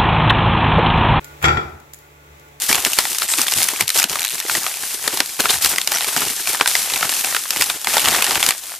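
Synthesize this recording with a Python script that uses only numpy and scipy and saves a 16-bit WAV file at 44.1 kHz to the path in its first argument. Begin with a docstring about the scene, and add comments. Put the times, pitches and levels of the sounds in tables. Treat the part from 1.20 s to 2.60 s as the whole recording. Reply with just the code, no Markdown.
"""An appliance hums in a small quiet room. A fork makes a few small wet ticks in a steak.
At 0.23 s the steak, flipped off the fork, slaps onto a china plate that stands on a tray.
The plate rings and clatters on the tray and drops back once more, while the tray booms underneath.
A few more ticks follow as the ringing dies away into the hum."""
import sys
import numpy as np
from scipy import signal
from scipy.fft import rfft, irfft
from scipy.io import wavfile

SR = 44100
rng = np.random.default_rng(int(sys.argv[2]) if len(sys.argv) > 2 else 0)


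def int16_out(signal):
    """Quantize to a 16-bit WAV file."""
    q = np.round(np.clip(np.atleast_2d(signal).T, -1, 1) * 32767)
    wavfile.write(sys.argv[1], SR, q.astype(np.int16))


N = 61739

# Knocks of the plate on the tray. Each row: start in seconds, strength in dB, hardness as cut-off in Hz.
PLATE_KNOCKS = [(0.217, -19.5, 2620), (0.2264, -10.5, 3200), (0.2333, -14, 2260), (0.2366, -9.5, 2700),
                (.2417, 3, 5200), (0.2514, -6, 6960), (0.2551, -6, 9000), (0.2619, -1.5, 1250),
                (.2750, -2.5, 1750), (.2830, 0.5, 3440), (0.291, -5, 1300), (0.302, -2, 1620),
                (.3160, -12, 1500), (0.349, -24, 2400), (.3580, -3.5, 626), (.3712, -2.5, 2610),
                (.3780, 2.5, 436)]
# Stereo width of the sound field. Each row: frequency in Hz, left-right correlation.
STEREO_CORRELATION = [(60, .9), (170, 0.98), (330, 0.51), (600, 0.16), (1200, 0.18), (2500, -0.13),
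                      (6000, 0.063)]


def from_db(db):
    """Decibels to gain."""
    return 10 ** (np.asarray(db) / 20)


def at_hz(points, hz):
    """Read a table on a log-frequency axis."""
    points_hz, values = np.transpose(points)
    return np.interp(np.log(hz), np.log(points_hz), values)


def panned(pan_db):
    """Left and right gains; pan is left minus right."""
    return from_db(np.array([[0.5], [-0.5]]) * pan_db)


def unit_energy(x):
    """Scale to a mean energy of 1 per channel."""
    return x / np.sqrt(np.mean(np.sum(x ** 2, axis=-1)))


def seconds():
    """Time axis."""
    return np.arange(N) / SR


def delayed(x, delay_s):
    """Start a sound later."""
    return np.concatenate([np.zeros(int(delay_s * SR)), x])[:N]


def left_late(x, lag_s=0.00045):
    """Sound from the right reaches the left side later."""
    return np.array([delayed(x[0], lag_s), x[1]])


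def through(x, response):
    """Convolve with a stereo response."""
    return signal.fftconvolve(x, response, axes=-1)[:, :N]


def drift(per_s):
    """Slow random curve, spread about 1."""
    return np.interp(seconds() * per_s, np.arange(200), rng.standard_normal(200))


def decay(t60_s):
    """Envelope that falls 60 dB in t60_s."""
    return from_db(-60 * np.minimum(seconds() / t60_s, 5))


def softened(x, cutoff_hz):
    """A soft contact loses its treble."""
    return signal.sosfilt(signal.butter(2, cutoff_hz, fs=SR, output="sos"), x + 1e-18)


def stereo_pair(mid, side, hz):
    """Mix two independent noises to the left-right correlation at hz."""
    correlation = at_hz(STEREO_CORRELATION, hz)
    return np.sqrt(1 + correlation) * mid + np.sqrt(1 - correlation) * side * [[1], [-1]]


def steady_noise(spectrum):
    """Stereo noise of a given colour, rms 1."""
    hz = np.maximum(np.arange(N // 2 + 1) * SR / N, 1)
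    mid, side = rfft(rng.standard_normal((2, N)))
    coloured = stereo_pair(mid, side, hz) * from_db(at_hz(spectrum, hz))
    return np.sqrt(N) * unit_energy(irfft(coloured, N))


def dying_noise(spectrum, decay_times):
    """Third-octave bands of stereo noise, each dying at its own rate; energy 1."""
    white = rng.standard_normal((2, 2, N + 4000))
    edges_hz = 25 * 2 ** (np.arange(29) / 3)
    out = 0
    for k, (low, high) in enumerate(zip(edges_hz, edges_hz[1:])):
        hz = np.sqrt(low * high)
        bandpass = signal.butter(2, [low, high], "band", fs=SR, output="sos")
        mid, side = signal.sosfilt(bandpass, white[k % 2])[:, -N:] * decay(at_hz(decay_times, hz))
        band = stereo_pair(unit_energy(mid), unit_energy(side), hz)
        out += from_db(at_hz(spectrum, hz)) * np.sqrt(high - low) * band
    return unit_energy(out)


def background(motor_hz=72.23, wander=0.00325, waver_db=2.06, air_db=-49.5):
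    """The appliance's wavering motor hum over soft room noise."""
    # Each row: multiple of the motor frequency, relative level in dB, right-channel phase in radians.
    harmonics = [(1, -56.5, 0.1), (2, -56.5, 0.1), (4, -73, 0.78), (6, -62.5, 1), (8, -62.5, 2.08),
                 (12, -60, 1.87), (16, -58, 3.36), (28, -67, 1.55), (35, -68, 1.8)]
    # Room noise. Each row: frequency in Hz, relative density in dB.
    air_spectrum = [(30, -9), (70, 3.5), (110, -1.5), (220, -7.5), (330, 2), (450, -0.5), (650, -2.5),
                    (1100, -6.5), (1700, -6.5), (2100, -3), (2550, -5), (2900, -10.5), (3600, -10),
                    (4800, -17.5), (6000, -14.5), (7800, -13), (8500, -23), (10000, -19.5), (12000, -15.5),
                    (15500, -17.5)]
    # Level of hum and noise together. Each row: time in seconds, gain in dB.
    gain_curve = [(0, 6), (.2, 5), (.6, 0), (.95, -0.5), (1.22, 2), (1.4, 0.5)]
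    motor_rad = 2 * np.pi * np.cumsum(motor_hz * (1 + wander * drift(per_s=8.03))) / SR
    hum = 0
    for multiple, db, phase_rad in harmonics:
        amplitude = np.sqrt(2) * from_db(db + waver_db * drift(per_s=14.15))
        hum += amplitude * np.sin(multiple * motor_rad + np.array([[0], [phase_rad]]))
    air = from_db(air_db) * steady_noise(air_spectrum)
    return from_db(np.interp(seconds(), *np.transpose(gain_curve))) * (hum + air)


def whine(hz=1443, right_phase_rad=1.43):
    """A thin, high partial of the hum comes and goes."""
    # Each row: centre in seconds, half length in seconds, peak level in dB.
    swells = [(0.084, 0.061, -44.5), (0.598, 0.02, -50.5), (0.847, .035, -54.5), (1.042, 0.088, -55.5),
              (1.258, 0.034, -51.5)]
    t = seconds()
    level = sum(from_db(db) * np.exp(-((t - centre_s) / half_s) ** 4) for centre_s, half_s, db in swells)
    return level * np.sin(2 * np.pi * hz * t + np.array([[0], [right_phase_rad]]))


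def room(x, delay_s=0.005):
    """Diffuse tail of the small room."""
    # Each row: frequency in Hz, relative density in dB.
    tail_spectrum = [(60, -11.5), (350, 4), (700, 4), (1100, 4.5), (2300, 0), (3200, -3.5), (4500, 3),
                     (7000, -1.5), (15000, 0.5)]
    # Each row: frequency in Hz, T60 in seconds.
    decay_times = [(60, 0.66), (300, .55), (1300, 0.63), (2500, 0.43), (6000, 0.49), (15000, 0.53)]
    tail = dying_noise(tail_spectrum, decay_times)
    return through(x, np.array([delayed(channel, delay_s) for channel in tail]))


def meat(slap_s=0.2334, rise_s=0.0079, fall_s=0.0082, snaps_per_s=1200, spread_db=4.5):
    """Tiny wet snaps: single ones at the fork, a dense swarm as the steak spreads on the china."""
    # Each row: start in seconds, relative level in dB, left minus right in dB.
    fork_ticks = [(0.01, -17.5, -2), (0.0444, -1, -0.5), (0.051, -11, 0), (0.226, -4.5, 17),
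                  (0.494, -20, -2), (.6010, -19, 10), (0.734, -8, 9), (0.7359, -7.5, -16), (0.7435, -8, 9),
                  (0.7434, -9, 9), (0.788, -15.5, 9), (1.1966, -16.5, 6), (1.286, -22, 3)]
    # One snap. Each row: frequency in Hz, relative density in dB.
    snap_spectrum = [(300, -25), (1500, -3), (3200, -10.5), (4500, -3.5), (6000, -5), (7800, 6), (8800, -3),
                     (11500, 0.5), (15500, -3.5)]
    age_s = seconds() - slap_s
    swell = np.exp(-np.maximum(-age_s / rise_s, age_s / fall_s))
    snaps = (rng.random(N) < snaps_per_s / SR) * rng.choice([-1, 1], N)
    sizes = from_db(spread_db * rng.uniform(-1.2, 1, N))
    clicks = from_db(-14) * swell * snaps * sizes * panned(pan_db=2)
    for start_s, db, pan_db in fork_ticks:
        clicks[:, [int(start_s * SR)]] += from_db(db - 8.5) * panned(pan_db)
    snap_response = dying_noise(snap_spectrum, [(1000, 0.014)])  # T60 of 14 ms in all bands
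    return left_late(through(clicks, snap_response))


def tray_boom(attack_s=0.043, release_s=0.024):
    """The tray's low bending modes swell while the load bears down and are damped as it settles."""
    # Each row: start in seconds, length in seconds, load in dB.
    loads = [(.229, 0.1325, -0.5), (0.431, 0.025, -12), (.508, 0.043, -18.5)]
    # Each row: frequency in Hz, level in dB at a 0 dB load, fade in dB per second, load exponent.
    modes = [(77.5, -19, 28.5, 0.75), (149.5, -16.5, 76.5, 2.2), (122.6, -26.5, 38, 2.4),
             (197.7, -32, 38, 0.88)]
    out = np.zeros(N)
    for start_s, length_s, load_db in loads:
        age_s = np.maximum(seconds() - start_s, 0)
        envelope = np.minimum(age_s / attack_s, 1) * np.exp(-np.maximum(age_s - length_s, 0) / release_s)
        for hz, db, fade_db_per_s, exponent in modes:
            level = from_db(db + exponent * load_db - fade_db_per_s * age_s)
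            out += envelope * level * np.sin(2 * np.pi * hz * age_s)
    return out * panned(pan_db=-0.5)


def plate_clack(gain_db=-10.5, t60_s=0.054):
    """Each knock lands on another spot and excites dense, quickly damped modes of plate and tray."""
    # Each row: frequency in Hz, relative density in dB.
    clack_spectrum = [(45, -10), (110, 2), (240, -13), (340, -3), (480, -7.5), (590, -12), (830, 1),
                      (1100, -11.5), (1350, 1.5), (1650, -6), (1900, -2), (2400, 2), (3000, -13.5),
                      (3400, -3), (4200, -19), (6000, -9), (6750, -21.5), (7300, -1.5), (8000, -22),
                      (8750, -19), (9400, -17.5), (15000, -16.5)]
    body = from_db(gain_db) * steady_noise(clack_spectrum) * panned(pan_db=0.5)
    return sum(from_db(db) * softened(body * delayed(decay(t60_s), start_s), hardness_hz)
               for start_s, db, hardness_hz in PLATE_KNOCKS)


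def plate_ring(gain_db=1, jolt_rad=0.72):
    """Each knock adds energy to the china's modes, less above its hardness, and jolts their phase."""
    # Each row: frequency in Hz, relative level in dB, T60 in seconds, left minus right in dB.
    modes = [(366.7, -35.5, 0.43, -12), (450.2, -35, 0.34, -9), (491.7, -35, 0.22, -7.5),
             (820, -30.5, 0.41, 4), (1326.7, -16.5, 0.25, 4.5), (1384, -21.5, 0.28, 15),
             (1450, -27, 0.23, -0.5), (1870, -27, 0.067, 23.5), (2234, -45, 0.18, 1),
             (2331, -33.5, .38, -1), (3300, -28.5, 0.2, -4.5), (3346, -21, 0.14, 6.5), (3340, -56, 0.12, 3),
             (4644, -38.5, 0.39, 4.5), (4715, -39.5, 0.26, -15), (5170, -53, 0.28, 3),
             (7210, -23, 0.047, 17), (7377, -27.5, 0.056, 16)]
    starts_s, strength_db, hardness_hz = np.transpose(PLATE_KNOCKS)
    onsets = (starts_s * SR).astype(int)
    smoothing = np.hanning(25) / 12
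    out = 0
    for hz, db, t60_s, pan_db in modes:
        energy_in, jolts = np.zeros((2, N))
        energy_in[onsets] = from_db(strength_db) ** 2 / (1 + (hz / hardness_hz) ** 4)
        jolts[onsets] = jolt_rad * np.sqrt(energy_in[onsets]) * rng.standard_normal(len(onsets))
        kept_per_sample = from_db(-120 / (t60_s * SR))
        energy = signal.lfilter([1], [1, -kept_per_sample], energy_in + 1e-18)
        swing = signal.lfilter(smoothing, [1], np.sqrt(energy) * np.exp(1j * np.cumsum(jolts)))
        tone = np.imag(swing * np.exp(2j * np.pi * hz * seconds()))
        out += panned(pan_db) * from_db(db + gain_db) * tone
    return left_late(out)


def scene():
    """Steak, plate and tray in the humming room."""
    ring, clack, wet = plate_ring(), plate_clack(), meat()
    reverb = room(from_db(-19) * ring + from_db(-6.5) * clack + from_db(-8) * wet)
    return background() + whine() + reverb + wet + tray_boom() + clack + ring


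def record(dry):
    """Round the peaks and cut steeply above 15.9 kHz."""
    lowpass = signal.ellip(12, 0.1, 80, 15900, fs=SR, output="sos")
    return signal.sosfilt(lowpass, np.tanh(dry))


dry = scene()
out = record(dry)
int16_out(out)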